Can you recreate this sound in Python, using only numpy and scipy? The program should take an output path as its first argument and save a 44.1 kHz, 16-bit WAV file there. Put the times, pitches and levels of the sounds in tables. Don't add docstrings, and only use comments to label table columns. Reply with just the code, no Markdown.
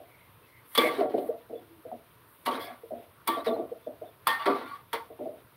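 import sys
import numpy as np
from scipy import signal
from scipy.fft import rfft, irfft, next_fast_len
from scipy.io import wavfile

SR = 44100
rng = np.random.default_rng(int(sys.argv[2]) if len(sys.argv) > 2 else 0)


def wav_out(sig):
    wavfile.write(sys.argv[1], SR, np.round(np.clip(np.atleast_2d(sig).T, -1, 1) * 32767).astype(np.int16))


def decibels_to_gain(level_db):
    exponent = np.asarray(level_db, float) / 20
    return 10 ** exponent


N = 245318

# (frequency [Hz], density [dB per Hz])
SIZZLE = [(7850, -24.5), (8100, -12.5), (9100, -5), (9500, -4.5), (9900, -4), (10400, -6.5), (11100, -3.5),
          (11600, 1), (12000, -1), (16000, -4)]
# (frequency [Hz], level [dB], t60 [s])
BOWL = [(236, -15, .15), (261.8, 0, 0.41), (283, 4.5, 0.18), (337, 4, .2), (398, -1, 0.13), (458, -2, 0.21),
        (481.5, 5, 0.094), (525, -7.5, 0.16), (566.6, 0.5, 0.18), (601.5, 1.5, 0.33), (648, 6, .15),
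        (672.1, 4.5, 0.22), (720.3, -0.5, 0.27), (775, -23, .12)]
# (frequency [Hz], level [dB], t60 [s])
WALL = [(915, -6, .3), (950, -12, .2), (1071, -10, .25), (1140, -3, .25), (1160, -1, .35), (1215, -12, .15),
        (1390, -10, .2), (1660, -11, .12), (1822, -12, .35), (1970, -10, .15), (2090, -9, .15),
        (2130, -7, .2), (2165, -9, .2), (2266, -6, .2), (2300, -10, .25), (2500, -20, .12),
        (2690, -22, .15), (2860, -17, .2), (3000, -15, .15), (3160, -12, .2), (3265, -11, .2),
        (3400, -8, .12), (3454, -8, .2), (3600, -13, .08), (3800, -13, .12), (3970, -14, .1),
        (4220, -15, .12), (4470, -14, .1), (4700, -17, .08)]
FAMILY_TOP_HZ = [1500, 2650]
# (time [s], knock peak [dB], favoured pitch [Hz], grind level [dB], grind fade [dB/s])
JOLTS = [(0.001, -38, 714, -46.5, 127), (0.78, -22, 457, -26.5, 8), (0.98, -20, 400, -28, 43),
         (1.007, -21.5, 640, -27.5, 121), (1.138, -30, 447, -21.5, 125), (1.289, -24, 483, -37, 225),
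         (1.496, -33, 450, -36, 120), (1.529, -26.5, 447, -46, 132), (1.851, -37, 504, -44, 148),
         (1.915, -46, 733, -36, 252), (2.464, -57, 560, -29.5, 44), (2.674, -44, 750, -45, 206),
         (2.906, -32.5, 600, -34, 134), (3.282, -44, 396, -28.5, 77), (3.467, -18.5, 470, -23, 76),
         (3.716, -35, 465, -33.5, 397), (3.865, -45, 586, -32, 192), (4.014, -48, 646, -37, 203),
         (4.27, -41, 670, -27, 338), (4.462, -15, 388, -24.5, 78), (4.936, -22, 493, -41.5, 136),
         (5.101, -33.5, 497, -44, 200), (5.19, -28, 430, -32, 78), (5.256, -30, 534, -32.5, 186)]


def rms_one(x):
    return x / np.sqrt(np.mean(x ** 2) + 1e-20)


def band(x, low_hz, high_hz, order):
    return signal.sosfilt(signal.butter(order, [low_hz, high_hz], "band", fs=SR, output="sos"), x)


def coloured(x, spectrum, low_hz=20, high_hz=20000):
    size = next_fast_len(len(x))
    hz = np.maximum(np.fft.rfftfreq(size, 1 / SR), 1)
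    point_hz, point_db = np.transpose(spectrum)
    gain = decibels_to_gain(np.interp(np.log(hz), np.log(point_hz), point_db))
    gain = gain * (hz > low_hz) * (hz < high_hz)
    return rms_one(irfft(rfft(x, size) * gain, size)[:len(x)])


def drift(rate_hz):
    r = np.exp(-80 * np.pi * rate_hz / SR)
    slow = signal.lfilter([1], [1, -2 * r, r * r], rng.standard_normal(N // 40 + 2002))[2000:]
    return np.interp(np.arange(N) / 40, np.arange(len(slow)), rms_one(slow))


def grit(per_s, spread_db):
    sizes = decibels_to_gain(spread_db * np.minimum(rng.exponential(1, N), 4)) * rng.choice([-1, 1], N)
    return rms_one(sizes * (rng.random(N) < per_s / SR))


def ring(drive, hz, t60_s):
    r, w = decibels_to_gain(-60 / (t60_s * SR)), 2 * np.pi * hz / SR
    return signal.lfilter([0, np.sin(w)], [1, -2 * r * np.cos(w), r * r], drive + 1e-18)


def strike(start_s, modes, gains, rise_s, hold_s):
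    i = round(start_s * SR)
    t = np.arange(min(int(min(.4, 3 * hold_s) * SR), N - i)) / SR
    hz, db, t60_s = np.transpose(modes)[:, :, None]
    rings = gains[:, None] * decibels_to_gain(db - 60 * t / t60_s) * np.sin(2 * np.pi * hz * t)
    shape = (1 - np.exp(-t / rise_s)) / (1 + (t / hold_s) ** 8)
    return np.pad(rings.sum(axis=0) * shape, (i, N - i - len(t)))


def efforts(start_s, length_s, db, fade_db_per_s, attack_s, release_db_per_s):
    t = np.arange(0, N + 32, 32) / SR - start_s[:, None]
    held = np.clip(t, 0, length_s[:, None])
    level_db = db[:, None] - fade_db_per_s[:, None] * held
    level_db = level_db - release_db_per_s * np.maximum(t - held, 0)
    return (decibels_to_gain(level_db) * np.clip(t / attack_s, 0, 1)) ** 2


def per_sample(coarse):
    return np.interp(np.arange(N) / 32, np.arange(len(coarse)), coarse)


def ambience():
    # (frequency [Hz], density [dB per Hz])
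    hum = [(15, -51), (25, -24.5), (111, 3), (152, -4), (185, -8.5), (483, -7), (821, -14.5), (926, -5.5),
           (1330, -9.5), (1570, -13), (3660, -18.5), (7170, -36.5), (7900, -36.5), (10300, -68.5),
           (17400, -120)]
    whole = decibels_to_gain(-60.5) * coloured(rng.standard_normal(N), hum, high_hz=8020)
    whole = whole + decibels_to_gain(-65.5) * coloured(rng.standard_normal(N), SIZZLE, low_hz=7710)
    size = next_fast_len(N)
    hz, lines, out = np.fft.rfftfreq(size, 1 / SR), rfft(whole, size), 0
    edges_hz = [0, 200, 500, 1000, 2000, 4000, 8000, 8600, 9300, 10100, 10700, 11300, 23000]
    flicker_db = [2.1, 1.7, 1.3, 1.2, 1.5, 1.1, .8, 1.6, 1.4, 1.8, 1.8, .5]
    for low, high, db in zip(edges_hz, edges_hz[1:], flicker_db):
        out = out + decibels_to_gain(db * drift(13.0)) * irfft(lines * (hz >= low) * (hz < high), size)[:N]
    return out


def flares():
    # (time [s], length [s], level [dB], easing [dB/s])
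    flare_rows = [
        (0.639, 0.12, -66.5, -170),
        (1.163, 0.13, -57.5, 8),
        (2.267, 0.77, -62.5, 11),
        (2.589, 0.064, -51.5, 0),
        (3.433, 0.12, -57, 49),
    ]
    start_s, length_s, db, ease = np.transpose(flare_rows)
    power = efforts(start_s, length_s, db, ease, attack_s=0.02, release_db_per_s=400)
    return per_sample(np.sqrt(power.sum(axis=0))) * coloured(grit(9000, spread_db=1.0), SIZZLE)


def squeaks():
    # (time [s], length [s], pitch [Hz], width [Hz], level [dB])
    squeak_rows = [
        (.05, .25, 2150, 400, -70),
        (.42, .05, 2620, 100, -70),
        (.47, .16, 2100, 260, -68),
        (3.15, .09, 1250, 500, -62),
        (1.55, .05, 3450, 50, -63),
        (1.175, .035, 3300, 1800, -56),
        (3.82, .08, 3500, 300, -70),
        (4.05, .06, 3550, 300, -70),
        (3.44, .05, 4300, 1700, -54),
        (2.6, .09, 4700, 1100, -57),
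    ]
    t, out = np.arange(N) / SR, 0
    for start_s, length_s, hz, width_hz, db in squeak_rows:
        rise = (t - start_s) / 0.005
        fall = (start_s + length_s - t) / 0.024 + 0.32
        shape = np.clip(np.minimum(rise, fall), 0, 1) ** 2
        noise = band(rng.standard_normal(N), hz - width_hz / 2, hz + width_hz / 2, order=3)
        out = out + decibels_to_gain(db) * shape * rms_one(noise)
    return out


def grinding():
    start_s, _, _, grind_db, fade = np.transpose(JOLTS)
    length_s = np.full(len(start_s), 0.14)
    return efforts(start_s, length_s, grind_db, fade, attack_s=0.0079, release_db_per_s=147) + 1e-20


def stand():
    thrum = rms_one(band(rng.standard_normal(N), 105, 180, order=3))
    return decibels_to_gain(-33) * per_sample(np.sqrt(grinding().sum(axis=0))) * thrum


def rumble():
    power, jolt_hz = grinding(), np.array(JOLTS)[:, 2]
    total = power.sum(axis=0)
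    level, pitch_hz = per_sample(np.sqrt(total)), jolt_hz @ power / total
    slips, out = band(grit(800, spread_db=2.5), 180, 800, order=2), 0
    for hz, db, t60_s in BOWL:
        near_db = per_sample(-12 * np.abs(np.log2(hz / pitch_hz)))
        gain = decibels_to_gain(db + near_db + 3.9 * np.tanh(drift(5.1)))
        out = out + gain * rms_one(ring(slips, hz, 0.32 * t60_s))
    return level * decibels_to_gain(-9.0) * (out / 2.88 + decibels_to_gain(-20.0) * rms_one(slips))


def knocks():
    # (time [s], peak [dB], favoured pitch [Hz])
    rebounds = [(0.987, -24, 393), (0.834, -16, 450), (0.859, -32, 640), (1.18, -32, 422),
                (1.239, -41, 730), (1.339, -35, 620), (1.559, -49, 455), (2.702, -44, 730),
                (2.833, -33.5, 466), (3.368, -19.5, 520), (3.529, -29, 660), (3.564, -37, 670),
                (3.595, -17, 408), (3.759, -47, 650), (4.489, -15, 396), (5.209, -35, 516),
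                (5.284, -37, 594), (5.329, -41.5, 630)]
    blows = [tuple(row[:3]) for row in JOLTS] + [tuple(row) for row in rebounds]
    out, luck = 0, rng.normal(0, 1, (len(blows), len(BOWL)))
    modes = np.array(BOWL) * [1, 1, 0.14 / 0.21]
    for (start_s, peak_db, pitch_hz), spot in zip(blows, luck):
        near_db = -22 * np.abs(np.log2(modes[:, 0] / pitch_hz))
        gains = decibels_to_gain(peak_db - 9.0 + near_db + 4.3 * spot)
        out = out + strike(start_s, modes, gains, rise_s=0.0035, hold_s=0.095)
    return out


def bowl():
    return band(knocks() + rumble(), 234, 935, order=4)


def thuds():
    # (time [s], pitch [Hz], held
    # [s], level [dB])
    thud_rows = [(.776, 459, .022, -17.5), (.78, 245, 0.032, -25.5), (.80, 323, 0.09, -25.5),
                 (.83, 489, 0.04, -24.5), (.845, 617, 0.031, -23.5), (.86, 748, 0.032, -32),
                 (.983, 403, 0.038, -20.5), (1.005, 707, 0.042, -24.5), (1.02, 616, 0.032, -20.5),
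                 (1.05, 603, 0.039, -31), (1.05, 741, 0.048, -32), (1.138, 430, 0.018, -19),
                 (1.14, 705, .025, -26), (1.145, 328, 0.019, -24), (1.18, 730, 0.022, -30),
                 (1.18, 587, 0.015, -27.5), (1.175, 377.5, 0.036, -29), (1.22, 721, 0.031, -35),
                 (1.24, 306, .04, -39), (1.287, 469, 0.018, -25.5), (1.298, 621, 0.051, -32.5),
                 (3.465, 454, 0.026, -20.5), (3.475, 646, 0.028, -27), (3.485, 242, 0.038, -31),
                 (3.515, 455, .035, -31), (3.51, 659.3, 0.05, -29), (3.59, 453, 0.011, -28),
                 (3.59, 339.4, .03, -27.5), (3.615, 711, 0.027, -35.5), (3.56, 747, 0.016, -36),
                 (4.462, 397.7, 0.12, -21), (4.47, 719, 0.046, -23.5), (4.465, 597, 0.058, -25),
                 (4.465, 958, 0.023, -26), (4.55, 726, 0.025, -37), (4.998, 920, 0.036, -38.5),
                 (5.19, 390, 0.023, -36.5), (5.208, 602, 0.037, -31.5), (5.255, 644, 0.023, -31),
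                 (5.28, 600, 0.054, -33.5), (5.115, 630, .05, -47), (5.328, 603, 0.022, -43),
                 (1.527, 471, 0.016, -33), (1.53, 674, .018, -39), (1.553, 462, 0.016, -33),
                  (1.575, 718, 0.029, -48), (1.615, 340, .035, -52), (1.851, 495, 0.018, -34),
                  (1.875, 647, 0.058, -42.5), (1.915, 713, 0.023, -34.5), (1.94, 714, 0.03, -44),
                  (2.466, 750, .02, -30.5), (2.54, 261.6, 0.047, -35), (2.672, 700, 0.013, -35.5),
                  (2.70, 722, 0.014, -35.5), (2.906, 627, 0.042, -31.5), (2.94, 690, 0.072, -38),
                  (3.715, 476, .016, -25.5), (3.755, 650, 0.019, -43.5), (3.864, 481, 0.022, -33),
                  (3.866, 625, 0.014, -28.5), (3.89, 600, .02, -37), (4.014, 458, .015, -35),
                  (4.016, 630, 0.019, -32.5), (4.035, 709, .018, -37.5), (4.055, 640, 0.015, -40)]
    return sum(strike(start_s, [(hz, db, 0.43)], np.ones(1), rise_s=.004, hold_s=held_s)
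               for start_s, hz, held_s, db in thud_rows)


def glides():
    # (time [s], length [s], from [Hz], to [Hz], level [dB])
    glide_rows = [(0.829, 0.072, 2270, 2126, -32.5), (0.834, 0.098, 3490, 3430, -47),
                  (2.51, 0.04, 3170, 3350, -45.5), (2.591, 0.071, 3310, 3450, -48.5),
                  (2.597, 0.049, 4070, 4040, -61), (2.63, 0.094, 2254, 2210, -53.5),
                  (3.317, 0.055, 3740, 3210, -48), (3.369, 0.052, 3600, 3870, -53.5),
                  (3.464, 0.035, 4010, 3520, -42), (3.496, 0.037, 3610, 3530, -54),
                  (3.53, 0.034, 4100, 4100, -59.5), (4.278, 0.043, 3404, 3150, -40),
                  (4.383, 0.07, 3360, 3560, -50.5), (4.388, 0.055, 2870, 2930, -52),
                  (4.556, 0.075, 3480, 3970, -62), (4.625, 0.08, 3640, 3480, -60.5),
                  (4.67, 0.082, 4270, 4470, -64), (.09, 0.088, 2210, 2180, -63),
                  (.18, .065, 2030, 2180, -64), (0.522, 0.099, 2000, 2130, -61.5),
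                  (4.485, 0.0536, 1310, 1168, -32.5), (2.54, 0.031, 3700, 3850, -49),
                  (2.565, 0.088, 2150, 1995, -56.5), (2.65, 0.073, 3500, 3350, -58.5),
                  (2.465, 0.03, 4000, 3800, -50), (2.462, 0.035, 2980, 2930, -41.5),
                  (3.56, 0.064, 3580, 3660, -69), (4.3, 0.028, 4480, 4620, -55),
                  (4.39, 0.052, 4720, 4450, -58), (.93, 0.057, 3700, 3860, -54),
                  (.93, 0.081, 2100, 2300, -55), (4.59, 0.033, 3450, 3420, -67)]
    width_hz, purity = 220, .5
    low_pass = signal.butter(2, width_hz / 2, fs=SR, output="sos")
    out = np.zeros(N)
    for start_s, length_s, from_hz, to_hz, db in glide_rows:
        part = np.arange(int(length_s * SR)) / (length_s * SR)
        turn = np.exp(2j * np.pi * np.cumsum(from_hz + (to_hz - from_hz) * part) / SR)
        noise = signal.sosfilt(low_pass, rng.standard_normal((2, SR // 3)))
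        a, b = rms_one(noise[:, 2000:])[:, :len(part)]
        tone = rms_one((a + purity) * turn.real + b * turn.imag)
        i = round(start_s * SR)
        out[i:i + len(part)] += decibels_to_gain(db) * np.sqrt(np.sin(np.pi * part)) * tone
    return out


def sings():
    # (time [s], pitch [Hz], held [s], level [dB])
    struck = [(.752, 3454, .024, -34), (.78, 3454, .013, -16), (.794, 3454, .011, -27),
              (.783, 1152, .034, -23), (.82, 1152, .045, -25), (.885, 1152, .04, -30.5),
              (.81, 2120, .075, -30), (2.465, 1130, .14, -34.5), (2.465, 930, .1, -31),
              (3.278, 1150, .044, -22), (3.322, 1152, .08, -26.5), (3.276, 915, .035, -28),
              (3.3, 1822, .06, -40), (3.285, 334, .11, -31), (4.283, 1071, .025, -29),
              (4.52, 1165, .06, -30), (4.28, 926, .05, -32), (4.9315, 930, .024, -26),
              (4.95, 2050, .045, -44), (2.465, 250, .05, -35), (4.54, 255, .12, -37), (1.92, 238, .06, -43),
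              (2.92, 240, .08, -43), (3.875, 256, .05, -48), (.81, 3420, .016, -30),
              (.779, 2290, .035, -29)]
    # (time [s], pitch [Hz], held [s], level [dB])
    rubbed = [(4.279, 1826, .097, -25.5), (1.695, 335, .07, -51), (1.77, 320, .04, -53),
              (4.39, 1152, .07, -32), (4.41, 1825, .04, -45), (4.39, 640, .06, -47),
              (4.645, 1395, .045, -43), (4.695, 1420, .04, -46), (4.655, 1140, .04, -45),
              (4.775, 1200, .035, -52), (4.71, 1120, .05, -39), (4.712, 1165, .05, -39),
              (2.7, 245, .05, -50), (4.67, 2350, .07, -56), (5.2, 255, .1, -45.5), (2.63, 1680, .1, -50),
              (2.6, 700, .07, -43)]
    out, wavers = 0, [decibels_to_gain(2 * np.tanh(drift(32))) for _ in range(4)]
    for rows, t60_s, rise_s in [(struck, .5, .002), (rubbed, 1.3, .007)]:
        for k, (start_s, hz, held_s, db) in enumerate(rows):
            tone = strike(start_s, [(hz, db, t60_s)], np.ones(1), rise_s, held_s)
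            out = out + wavers[k % 4] * tone
    return out


def scrape():
    # (time [s], length [s], pressure [dB], easing [dB/s], brightness [dB per mode family])
    drags = [(2.452, 0.012, -58.5, -700, 7), (3.261, 0.013, -63, -900, -2), (4.254, 0.027, -59, -900, -3),
             (4.912, .011, -70.5, -700, 1.5), (0.704, 0.074, -65, -200, -1), (0.749, .025, -37, 400, 4.5),
             (0.777, 0.24, -31.5, 74, 1), (1.094, 0.23, -52.5, 48, -1.5), (0.988, 0.026, -38, 30, -5),
             (2.459, 0.032, -27, 300, -6), (2.507, 0.066, -37, 26, -4), (2.593, 0.14, -44, 66, -1.5),
             (3.271, 0.13, -34.5, 69, -4.5), (3.444, 0.026, -42.5, -150, -4), (3.458, 0.29, -37, 160, -4.5),
             (4.268, 0.15, -28.5, 119, -3), (4.396, 0.099, -36.5, 15, -7), (4.456, 0.051, -25, 200, -5.5),
             (4.499, 0.13, -34.5, 68, -5.5), (4.654, 0.12, -48.5, 40, -2.5),
             (4.929, 0.11, -31.5, 289, -1.5)]
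    # (level [dB]), (brightness share [1]), (easing share [1])
    family_db = [7, 6.5, 2.5, -9.5]
    family_step = [0, 1.1, 1.3, 2.1]
    family_easing = [0.68, 1.01, 1.11, 1.36]
    # (frequency [Hz], level [dB], t60 [s])
    edge_modes = [(8300, -11, 0.035), (9190, -10, 0.041), (9550, -5.5, 0.031), (9900, -6, 0.037),
                  (10800, -7, 0.054), (11800, -7.5, 0.038), (13800, -17, 0.026), (14870, -37, 0.026)]
    # (frequency [Hz], density [dB per Hz])
    rasp = [(700, -15.5), (1150, -3), (1550, -9.5), (2200, -10.5), (2750, -15), (3400, -14), (3950, -14),
            (4500, -17.5), (6200, -32.5), (7900, -49)]
    start_s, length_s, press_db, ease, bright_db = np.transpose(drags)
    levels = []
    for db, step, share in zip(family_db, family_step, family_easing):
        power = efforts(start_s, length_s, press_db + db + step * bright_db, share * ease,
                        attack_s=0.0023, release_db_per_s=share * 266.5)
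        levels.append(per_sample(np.sqrt(power.sum(axis=0))))
    *family, edge = levels
    catches, out = grit(5000, spread_db=1.7), 0
    for hz, db, t60_s in WALL:
        gain = decibels_to_gain(-17.0 + db + 4.5 * np.tanh(drift(14)))
        level = family[np.searchsorted(FAMILY_TOP_HZ, hz)] * gain
        out = out + level * rms_one(ring(catches, hz, t60_s))
    for hz, db, t60_s in edge_modes:
        gain = decibels_to_gain(db - 6 + 6 * np.tanh(drift(22)))
        out = out + edge * gain * rms_one(ring(catches, hz, t60_s / 2))
    edges_hz = [700, 1550, 2650, 8000]
    for low, high, level, share_db in zip(edges_hz, edges_hz[1:], family, [-13, -12, -10]):
        gain = decibels_to_gain(share_db + 2.06 * np.tanh(drift(26)))
        out = out + level * gain * coloured(catches, rasp, low, high)
    return out + edge * decibels_to_gain(-2.5) * coloured(grit(9000, spread_db=2.5), SIZZLE)


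def ticks():
    # (time [s], pitch [Hz], peak [dB])
    tick_rows = [(.7777, 1150, -17), (.7817, 500, -20), (.7857, 550, -19), (.82, 1100, -24),
                 (1.141, 2300, -42), (1.1415, 600, -22), (1.1815, 600, -22), (1.183, 2750, -40),
                 (1.9155, 760, -31), (2.4685, 1000, -23), (2.483, 1000, -24), (3.2802, 1080, -13),
                 (3.2903, 1080, -16), (3.565, 750, -24), (3.4685, 650, -21), (5.192, 900, -40),
                 (4.2706, 1150, -7), (4.278, 1050, -11), (4.4645, 1900, -18), (4.4685, 2100, -20),
                 (4.4858, 600, -16), (4.499, 500, -21)]
    cycles = 3
    return sum(strike(start_s, [(hz, db, 8 * cycles / hz)], np.ones(1), rise_s=.0005, hold_s=cycles / hz)
               for start_s, hz, db in tick_rows)


def clanks():
    # (time [s], crack peak [dB], its top octave [dB], ring [dB], ring brightness [dB per mode family])
    clank_rows = [(0.751, -16, -30, -47, 16), (0.777, -3.5, -24, -23, 5), (2.462, -15.5, -63, -47, -25),
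                  (2.466, -36, -45, -46, -17), (2.481, -29, -59, -21, -16), (3.275, -12.5, -26, -24, -20),
                  (3.282, -26, -38, -34, 8.5), (4.271, -10.5, -24.5, -26, 5), (4.277, -16, -52, -15, -24),
                  (4.464, -14.5, -71, -41, -3), (4.932, -16, -35, -26, 0)]
    # (frequency [Hz], density [dB per Hz])
    crack = [(290, -39.5), (500, -15.5), (1180, -4.5), (1610, -23.5), (2300, -1.5), (2670, -24.5),
             (3440, -4), (3820, -16.5), (4490, -8.5), (7900, -63), (10300, -72), (17400, -120)]
    spit_hz = [9100, 11800, 13200, 15200]
    out, luck = 0, rng.normal(0, 1, (len(clank_rows), len(WALL)))
    family = np.searchsorted(FAMILY_TOP_HZ, np.array(WALL)[:, 0])
    t = np.arange(int(.2 * SR)) / SR
    crack_shape = decibels_to_gain(-60 * t / 0.035) + decibels_to_gain(-9.0 - 60 * t / 0.21)
    spit_shape = decibels_to_gain(-60 * t / 0.057) / (1 + (t / 0.011) ** 6) + decibels_to_gain(-18.0 - 60 * t / 0.34)
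    crack_env, spit_env = np.zeros(N), np.zeros(N)
    for (start_s, peak_db, top_db, ring_db, bright_db), spot in zip(clank_rows, luck):
        gains = decibels_to_gain(ring_db + bright_db * family - 13.0 + 4 * spot)
        out = out + strike(start_s, WALL, gains, rise_s=0.00039, hold_s=0.073)
        i = round(start_s * SR)
        crack_env[i:i + len(t)] += decibels_to_gain(peak_db - 19.0) * crack_shape
        spit_env[i:i + len(t)] += decibels_to_gain(top_db - 1.0) * spit_shape
    noise = rng.standard_normal(N)
    edge = rms_one(sum(rms_one(ring(noise, hz, 0.036)) for hz in spit_hz))
    spit = 0.8 * coloured(noise, SIZZLE) + decibels_to_gain(-1.5) * 0.61 * edge
    return out + crack_env * coloured(noise, crack) + spit_env * spit


def kitchen(x):
    t60_s, level_db = 0.37, -14
    t = np.arange(int(.4 * SR)) / SR
    tail = rng.standard_normal(len(t)) * decibels_to_gain(-60 * t / t60_s) * (t > .004)
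    return decibels_to_gain(level_db) * signal.fftconvolve(x, tail / np.sqrt(np.sum(tail ** 2)))[:N]


def scene():
    hits = clanks() + ticks() + bowl() + thuds() + scrape()
    pan = hits + kitchen(hits) + sings() + glides()
    pan = signal.sosfilt(signal.butter(3, 150, "high", fs=SR, output="sos"), pan)
    return (pan + stand() + squeaks() + flares() + ambience())[None]


def roll_off(x):
    return signal.sosfilt(signal.butter(12, 16820, fs=SR, output="sos"), x)


def record(dry):
    top_cut = signal.ellip(9, .5, 38, 15750, fs=SR, output="sos")
    return roll_off(signal.sosfilt(top_cut, dry))


dry = scene()
out = record(dry)
wav_out(out)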